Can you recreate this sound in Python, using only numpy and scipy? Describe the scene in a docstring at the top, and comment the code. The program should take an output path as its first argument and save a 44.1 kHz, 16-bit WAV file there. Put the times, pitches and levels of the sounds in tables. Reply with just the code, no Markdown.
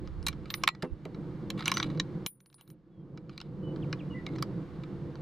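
'''A rifle bolt worked close to the microphone at an outdoor bench: lifted, drawn, a round fed, closed.
Each blow is a scuff and a burst of rebounds ringing the steel; small slips make the slides.
A thin part and the cartridge ring high; the spent case rings, lands and drums on the table.
Far off a songbird whistles in gliding tones. Shaped noise makes the low rumble, wind on the
microphone and soft hiss; these three dip after two of the blows and come back.'''
import sys
import numpy as np
from scipy import signal
from scipy.fft import rfft, irfft
from scipy.io import wavfile

SR = 44100
rng = np.random.default_rng(int(sys.argv[2]) if len(sys.argv) > 2 else 0)


def materialize(psi):
    """Save the field psi as 16-bit PCM at rate SR to the path in sys.argv[1].

    A 1-D psi becomes a single channel; in a 2-D psi each row is a channel.
    """
    bounded = np.clip(np.atleast_2d(psi).T, -1, 1)
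    quanta = np.round(bounded * 32767).astype(np.int16)
    wavfile.write(sys.argv[1], SR, quanta)


N = 229981
TIME = np.arange(N) / SR  # s

# Air around the bench, relative noise spectra: pitch_hz, density_db (per Hz)
RUMBLE_SPECTRUM = [(40, -19.5), (100, -13.5), (125, -1.5), (155, 2.5), (205, -3), (250, -15.5), (300, -4),
                   (345, -5.5), (420, -18.5), (495, -12.5), (600, -26.5), (1200, -36.5), (2500, -75)]
WIND_SPECTRUM = [(25, 3), (85, 11.5), (130, -8.5), (300, -64.5)]
HISS_SPECTRUM = [(400, 4), (1100, 7.5), (2200, -2.5), (3200, -8), (4300, -9), (6000, -19), (8000, -24),
                 (15000, -36.5)]
# Swells of the rumble, and gusts on the microphone: centre_s, half_width_s (to 1/e of the rise), rise_db
RUMBLE_SWELLS = [(1.8, 0.88, 8.4), (2.71, 0.042, 7.4), (3.13, 0.24, 5), (3.8, 0.14, 3.96), (4.42, 1, 8.8)]
GUSTS = [(.2, 0.25, 16), (.93, 0.027, 27)]
RUMBLE_DB, WIND_DB = -45.5, -58.5  # before swells, gusts and dips
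LUMPY_DB = 2.1  # rms of random lumps in the rumble
# Dips of rumble, wind and hiss after two of the blows: start_s, depth_db
DIPS = [(.68, 7.5), (2.266, 25.5)]
DIP_FALL_S, DIP_HOLD_S, RECOVERY_DB_PER_S = 0.0081, 0.17, 22

# Strokes of the bolt in its raceway, and a handling rustle at 4.27 s: start_s, length_s, level_db
STROKES = [(0.042, 0.02, -61.5), (0.274, 0.012, -44.5), (0.427, 0.23, -65.5), (1.558, 0.41, -60),
           (1.575, 0.28, -52), (1.654, 0.045, -39), (2.577, 0.036, -70.5), (2.659, 0.063, -80),
           (3.304, 0.16, -68), (4.272, 0.17, -63.5)]
STROKE_RISE_S, STROKE_RELEASE_S = 0.0078, 0.016
SLIPS_PER_S, CLUMP_DB = 3200, 4  # mean catches of the sliding steel, rms unevenness

# What bolt, receiver and barrel ring with: pitch_hz, level_db (relative)
ACTION_MODES = [(1070, -1.5), (1160, -3), (1300, -1), (1450, -0.5), (1700, -0.5), (1950, -3), (2170, 2),
                (2360, 2.5), (2950, 1.5), (3250, -3.5), (3850, 5.5), (4080, 8.5), (4300, 0), (4880, 4),
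                (5950, -0.5), (7270, 1), (8750, 0), (10800, -4.5)]
# Metal on metal: start_s, level_db (low and middle bands together, before the gain in rifle),
# treble_db (against that level), strongest_hz, chatter_s (stretched in click)
BLOWS = [(0.2661, -32, -8.5, 4200, 0.0019), (0.2697, -32.5, -9, 3950, 0.002),
         (0.284, -33, -7, 4270, 0.0025), (.503, -37.5, -24, 4360, 0.0029), (0.5404, -32, -24, 2360, 0.0014),
         (0.6364, -26.5, -18.5, 1090, 0.0023), (0.675, -28.5, -28.5, 1300, 0.0012),
         (0.6771, -20.5, -19, 1600, 0.0007), (.688, -28.5, -21, 1310, 0.00041),
         (0.8239, -40, -19.5, 937, 0.0027), (0.8278, -48, -11, 4830, 0.00022),
         (1.0533, -51.5, -17, 2400, 0.00088), (1.5029, -37, -13, 4170, 0.0022),
         (1.6577, -35.5, -23, 2220, 0.004), (1.6794, -25.5, -13.5, 2070, 0.00035),
         (1.7165, -26.5, -16.5, 1070, 0.0027), (1.74, -42.5, -14.5, 2930, 0.0013),
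         (1.7706, -29, -22.5, 1020, 0.001), (1.7792, -41.5, -24.5, 3900, .001),
         (1.8, -30.5, -34, 1020, 0.002), (1.8281, -31, -33, 3780, 0.0025),
         (1.9987, -27.5, -27, 3970, 0.0024), (2.263, -34.5, -8, 4820, 0.00013),
         (3.378, -45, -22, 3930, 0.00062), (3.403, -48, -30.5, 3000, .0009),
         (3.414, -47, -22.5, 3000, .001), (3.9282, -36, -31.5, 1170, 0.0018),
         (4.265, -41, -29, 1950, 0.0018), (4.4249, -33, -13, 1040, 0.0019)]
# Low, middle and high band of a blow: from_hz, to_hz
BLOW_BANDS = [(800, 2500), (2500, 5900), (6500, 13500)]
# Dull taps of the hand on the rifle: start_s, level_db (before the tilt in rifle)
HAND_TAPS = [(0.074, -54.5), (0.3284, -52), (0.457, -54), (0.514, -56), (0.75, -55), (1.1465, -56),
             (1.607, -42), (1.624, -44), (1.901, -51), (1.975, -53.5), (3.175, -55), (3.2948, -54),
             (3.761, -55), (4.36, -53), (4.3847, -49.5), (4.836, -52), (5.155, -55)]
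RUN_UP = 176  # samples of scuff before a blow
CRACK_S = 0.0009  # time for the crack to fall to 1/e
# A blow that rings higher has less body: low and middle are equal at EVEN_HZ
EVEN_HZ, THINNING_DB_PER_OCTAVE = 1380, 4.5

# A thin part of the action rings in close, beating modes: pitch_hz, level_db (relative), t60_s
THIN_LOW_MODES = [(9722, 0, 0.2), (9679, -7, 0.21), (9790, -11, 0.12)]
THIN_HIGH_MODES = [(14145, -1, .14), (14210, -9, 0.11), (14600, -11, .13)]
THIN_SHIFT = 0.0015  # rms pitch shift from clink to clink, as a share
# Its clinks: start_s, lower_ring_db, upper_ring_db, tick_db (before the tilt in rifle)
CLINKS = [(0.228, -68, -90, -58), (0.505, -63.5, -43, -65), (0.545, -47, -43, -70), (0.828, -72, -77, -65),
          (2.264, -41, -37, -64.5), (2.404, -65, -69, -68.5), (2.46, -60.5, -71.5, -68),
          (2.501, -84, -78, -72.5), (2.528, -79, -77, -69.5), (2.543, -55.5, -73, -65),
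          (2.6104, -65.5, -59, -61), (2.677, -69, -65, -69), (2.702, -64.5, -61, -66)]
# Fingers close on the thin part and stop its ring
GRIP_S, GRIP_DB_PER_S = 2.725, 800

# The spent case rings as it is flung out: pitch_hz, level_db, t60_s
EJECTED_MODES = [(1950, -45, 0.22), (4130, -48, .14), (7300, -59, 0.13)]
EJECT_S = 0.679
# Table top under the case: pitch_hz, level_db (relative)
TABLE_MODES = [(175, 4.5), (255, -3.5), (345, -3.5), (420, -1), (506, -3), (610, -12)]
# The case landing on the table: start_s, level_db
BOUNCES = [(.831, -34), (.845, -39), (1.054, -41.5)]

# Whistles of the far bird: start_s, length_s, start_hz, end_hz, level_db
BIRD_NOTES = [(0.784, 0.13, 3020, 2620, -75), (2.9, 0.15, 3460, 3166, -86.5),
              (3.306, 0.11, 4760, 4720, -81), (3.617, 0.12, 3013, 2956, -64.5),
              (3.817, 0.033, 3900, 2130, -60), (3.986, 0.032, 3900, 2220, -57),
              (4.099, 0.047, 2970, 2800, -57.5), (4.135, 0.078, 2010, 1967, -53),
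              (4.269, 0.027, 2220, 2100, -53)]
BURR = 0.02  # rms pitch scatter of the burred note, as a share

# Cartridge, lower and upper modes: pitch_hz, level_db (relative)
CARTRIDGE_LOW_MODES = [(5982, 0), (6043, -6), (8800, -22)]
CARTRIDGE_HIGH_MODES = [(12550, 0), (12850, -4), (15050, -6)]
# Its contacts as it is fed: start_s, lower_ring_db, upper_ring_db, t60_s (of the lower modes)
FEED_CONTACTS = [(1.6573, -27.5, -56, 0.021), (1.6795, -36, -51.5, 0.063), (1.74, -34, -53.5, 0.16),
                 (1.7788, -36.5, -54, 0.07), (1.829, -38, -52, 0.026)]
HIGH_RING_SHARE = 0.45  # upper modes' t60 as a share of the lower modes'

PORT_LAG_SAMPLES = 0.33  # the right microphone port hears this much later
EDGE_HZ = 16200  # upper band limit


def amp(db):
    """Decibels to gain."""
    return 10 ** (np.asarray(db) / 20)


def evened(x):
    """Scaled to rms 1."""
    return x / np.sqrt(np.mean(x ** 2) + 1e-20)


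def add(mix, s, sound):
    """Mixes a sound in at s seconds."""
    part = mix[max(round(s * SR), 0):][:len(sound)]
    part += sound[:len(part)]


def band(x, edges, order=3):
    """Causal band-pass."""
    edges = np.clip(edges, 10, SR / 2 - 100)
    return signal.sosfilt(signal.butter(order, edges, "band", fs=SR, output="sos"), x)


def noise(spectrum):
    """Noise of rms 1 with the given spectrum."""
    hz, db = np.transpose(spectrum)
    log_hz = np.log(np.fft.rfftfreq(N, 1 / SR) + 1)
    shape = amp(np.interp(log_hz, np.log(hz), db))
    return evened(irfft(rfft(rng.standard_normal(N)) * shape, N))


def wander(rate_hz):
    """Random wavering of rms 1, whose spectrum falls to 1/e at rate_hz."""
    shape = np.exp(-(np.fft.rfftfreq(N, 1 / SR) / rate_hz) ** 2)
    return evened(irfft(rfft(rng.standard_normal(N)) * shape, N))


def damped(modes, t60_at_1k, fall):
    """Gives each mode its decay time: higher modes die sooner."""
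    return [(hz, db, t60_at_1k * (hz / 1000) ** -fall) for hz, db in modes]


def ring(modes, spread_db=0, shift=0):
    """Dying modes of a struck body; mode levels and the common pitch may scatter from blow to blow."""
    t = np.arange(16000) / SR
    pitch = 1 + shift * rng.standard_normal()
    out = np.zeros(len(t))
    for hz, db, t60 in modes:
        sign = rng.choice([-1, 1])
        level_db = db + spread_db * rng.standard_normal() - 60 * t / t60
        out += sign * amp(level_db) * np.sin(2 * np.pi * hz * pitch * t)
    return out


def swelling(rows):
    """Decibels added by bell-shaped swells."""
    return sum(db * np.exp(-((TIME - s) / width) ** 2) for s, width, db in rows)


def dipping(recovery_db_per_s):
    """Decibels lost in the dips: a quick fall, a hold, a steady recovery."""
    lost_db = np.zeros(N)
    for s, depth_db in DIPS:
        fall = np.clip((TIME - s) / DIP_FALL_S, 0, 1)
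        recovered_db = recovery_db_per_s * (TIME - s - DIP_HOLD_S)
        lost_db += fall * np.clip(depth_db - recovered_db, 0, depth_db)
    return lost_db


def pair(spectrum, side_db, left_db):
    """Stereo noise: a shared part and a weaker part in which the two sides differ."""
    mid, side = noise(spectrum), amp(side_db) * noise(spectrum)
    return np.array([amp(left_db / 2) * (mid + side), amp(-left_db / 2) * (mid - side)])


def air(hiss_db=-61.0, hiss_follow=0.29, hiss_recovery_db_per_s=18):
    """A hollow, lumpy rumble, wind buffeting each microphone port, and a soft hiss that rises with the rumble."""
    swell_db, dip_db = swelling(RUMBLE_SWELLS), dipping(RECOVERY_DB_PER_S)
    rumble_db = RUMBLE_DB + swell_db - dip_db + LUMPY_DB * wander(6.7)
    rumble = amp(rumble_db) * pair(RUMBLE_SPECTRUM, side_db=-19, left_db=-1.5)
    wind_db = WIND_DB + swelling(GUSTS) - dip_db
    wind = amp(wind_db) * pair(WIND_SPECTRUM, side_db=-3.5, left_db=-9.5)
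    hiss_level_db = hiss_db + hiss_follow * swell_db - dipping(hiss_recovery_db_per_s)
    hiss = amp(hiss_level_db) * pair(HISS_SPECTRUM, side_db=-7.5, left_db=-0.5)
    return rumble + wind + hiss


def strokes():
    """Pressure of the sliding bolt or handling hand: each stroke rises, holds and dies away."""
    pressure = np.zeros(N)
    for s, length, db in STROKES:
        rise = np.clip((TIME - s) / STROKE_RISE_S, 0, 1)
        release = np.exp(-np.maximum(TIME - s - length, 0) / STROKE_RELEASE_S)
        pressure += amp(db) * rise * release
    return pressure


def slide(grit_db=-1, top_hz=4600):
    """Sliding steel catches in clumps of small slips that ring the action, over a dull grit."""
    caught = rng.random(N) < SLIPS_PER_S / SR
    slips = rng.standard_normal(N) * caught * amp(CLUMP_DB * wander(76))
    steel = ring(damped(ACTION_MODES, 0.064, 0.88))
    rung = evened(band(signal.oaconvolve(slips, steel)[:N], [500, top_hz], order=2))
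    grit = evened(band(slips, [750, 3600], order=2))
    return evened(rung + amp(grit_db) * grit) * strokes()


def band_levels(db, treble_db, ring_hz):
    """Shares a blow's level among low, middle and high: the higher it rings, the thinner it is."""
    body_db = -THINNING_DB_PER_OCTAVE * np.log2(ring_hz / EVEN_HZ)
    middle_db = db - 10 * np.log10(1 + amp(body_db) ** 2)
    return middle_db + body_db, middle_db, db + treble_db


def blow_force(chatter, rattle, run_up_db):
    """Force at the contact: a rising scuff, one blow, then a burst of tiny rebounds."""
    t = np.arange(8000) / SR
    struck = rng.random(len(t)) < 5000 / SR  # 5000 rebounds per second on average
    rebounds = rng.standard_normal(len(t)) * struck * np.exp(-(t / (1.96 * chatter)) ** 2)
    force = rattle * rebounds / (np.linalg.norm(rebounds) + 1e-9)
    force[0] += 1
    scuff = rng.standard_normal(RUN_UP) * np.linspace(0, 1, RUN_UP) ** 2
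    return np.r_[amp(run_up_db) * scuff / np.linalg.norm(scuff), force]


def click(levels_db, ring_hz, chatter, favour_db=8.0, crack_db=0.0, rattle=0.92, run_up_db=-13, softness=0.71):
    """A scuff, a blow and its rebounds ring the action; the contact point favours some modes."""
    force = blow_force(chatter, rattle, run_up_db)
    modes = []
    for hz, db in ACTION_MODES:
        favoured_db = db + favour_db * np.exp(-(np.log(hz / ring_hz) / 0.065) ** 2)
        # the parts sit differently at each blow, which shifts the modes a little
        modes.append((hz * (1 + 0.019 * rng.standard_normal()), favoured_db))
    t = np.arange(8000) / SR
    body = ring(damped(modes, 0.024, 0.73), spread_db=0.5)[:len(t)]
    crack = rng.standard_normal(len(t)) * np.exp(-t / CRACK_S)  # countless heavily damped modes
    blow = body / np.linalg.norm(body) + amp(crack_db) * crack / np.linalg.norm(crack)
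    # the contact is slightly soft
    sound = signal.lfilter([1], [1, -softness], signal.fftconvolve(force, blow))
    parts = [band(sound, edges) for edges in BLOW_BANDS]
    levelled = sum(amp(db) * part / np.linalg.norm(part) for db, part in zip(levels_db, parts))
    return levelled * np.sqrt(SR / 100)  # band levels are rms over 10 ms


def gripped(s):
    """Gain of a ring that is held and stopped at s seconds."""
    return amp(-GRIP_DB_PER_S * np.maximum(TIME - s, 0))


def rifle(click_db=1.0, tap_tilt_db=(0, -3, -28), tick_tilt_db=(-2.5, 1, -15)):
    """Blows of the action, hand taps, and clinks of the thin part; tilts are low, middle, high."""
    out, thin = np.zeros((2, N))
    lead = RUN_UP / SR  # the scuff comes before the blow
    for s, db, treble_db, ring_hz, chatter in BLOWS:
        levels_db = band_levels(db, treble_db, ring_hz)
        add(out, s - lead, amp(click_db) * click(levels_db, ring_hz, chatter + 1e-5))
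    for s, db in HAND_TAPS:
        add(out, s - lead, click(db + np.array(tap_tilt_db), ring_hz=1280, chatter=0.0028))
    for s, low_db, high_db, tick_db in CLINKS:
        levels_db = tick_db + np.array(tick_tilt_db)
        add(out, s - lead, click(levels_db, ring_hz=2900, chatter=0.00029, crack_db=11.5))
        add(thin, s, amp(low_db) * ring(THIN_LOW_MODES, shift=THIN_SHIFT))
        add(thin, s, amp(high_db) * ring(THIN_HIGH_MODES, shift=THIN_SHIFT))
    return out + thin * gripped(GRIP_S)


def spent_case(clatter_db=-1):
    """The case flies out ringing, lands and bounces; the table top drums with a few modes and a dull clatter."""
    out = np.zeros(N)
    add(out, EJECT_S, ring(EJECTED_MODES))
    for s, db in BOUNCES:
        thud = ring(damped(TABLE_MODES, 0.13, 0.25), spread_db=1.0)
        t = np.arange(len(thud)) / SR
        rough = evened(band(rng.standard_normal(len(t)), [300, 1000], order=2))
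        clatter = rough * np.exp(-t / 0.012)
        onset = 1 - np.exp(-t / 0.0007)
        add(out, s, amp(db) * (thud + amp(clatter_db) * clatter) * onset)
    return out


def bird(flutter_db=2.0):
    """Whistles that swell, slide down and fade, fluttering in level; the lowest-starting note is burred."""
    out, flutter = np.zeros(N), amp(flutter_db * wander(120))
    lowest_hz = min(note[2] for note in BIRD_NOTES)
    for s, length, start_hz, end_hz, db in BIRD_NOTES:
        u = np.linspace(0, 1, int(length * SR))
        hz = end_hz + (start_hz - end_hz) * (1 - u) ** 1.3
        if start_hz == lowest_hz:
            hz = hz * (1 + BURR * wander(250)[:len(u)])
        swell = signal.windows.tukey(len(u), 0.5) * (end_hz / hz) ** 2  # louder as the pitch comes down
        whistle = np.sin(2 * np.pi * np.cumsum(hz) / SR)
        add(out, s, amp(db) * evened(whistle * swell))
    return out * flutter


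def cartridge():
    """Each contact on the way into the chamber rings the brass: long while it is loose, briefly where it is held."""
    out = np.zeros(N)
    for s, low_db, high_db, t60 in FEED_CONTACTS:
        lower = [(hz, low_db + db, t60) for hz, db in CARTRIDGE_LOW_MODES]
        upper = [(hz, high_db + db, t60 * HIGH_RING_SHARE) for hz, db in CARTRIDGE_HIGH_MODES]
        add(out, s, ring(lower + upper))
    return out


def outdoors(x, wet_db, t60, left_db=-1.16):
    """Direct sound plus a short scatter from bench and gravel, different on each side."""
    t = np.arange(SR // 2) / SR
    scatter = band(rng.standard_normal((2, len(t))), [300, 7000], order=1)
    scatter = scatter * amp(-60 * t / t60) * (t > 0.003)  # the first return comes after 3 ms
    wet = signal.fftconvolve(x[None], scatter / np.linalg.norm(scatter[0]), axes=1)[:, :N]
    return (x + amp(wet_db) * wet) * amp([[left_db / 2], [-left_db / 2]])


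def scene():
    """The rifle close by, the bird far off, the air all round."""
    near = outdoors(slide() + rifle() + spent_case() + cartridge(), wet_db=-18.0, t60=0.055)
    far = outdoors(bird(), wet_db=-15, t60=0.3)
    return near + far + air()


def record(dry, lean=0.083):
    """The microphone has a narrow notch; the right port hears a little later and duller; then the band limit."""
    coloured = signal.lfilter(*signal.iirnotch(2520, 22, fs=SR), dry)
    high_pass = signal.firwin(15, 5500, pass_zero=False, fs=SR)
    treble = signal.oaconvolve(coloured, high_pass[None], "same")
    left, right = coloured + lean * treble * np.array([[1], [-1]])
    lag = np.exp(-2j * np.pi * np.fft.rfftfreq(N) * PORT_LAG_SAMPLES)
    right = irfft(rfft(right) * lag, N)
    low_pass = signal.firwin(511, EDGE_HZ, window=("kaiser", 9), fs=SR)
    return signal.oaconvolve(np.array([left, right]), low_pass[None], "same")


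dry = scene()
out = record(dry)
materialize(out)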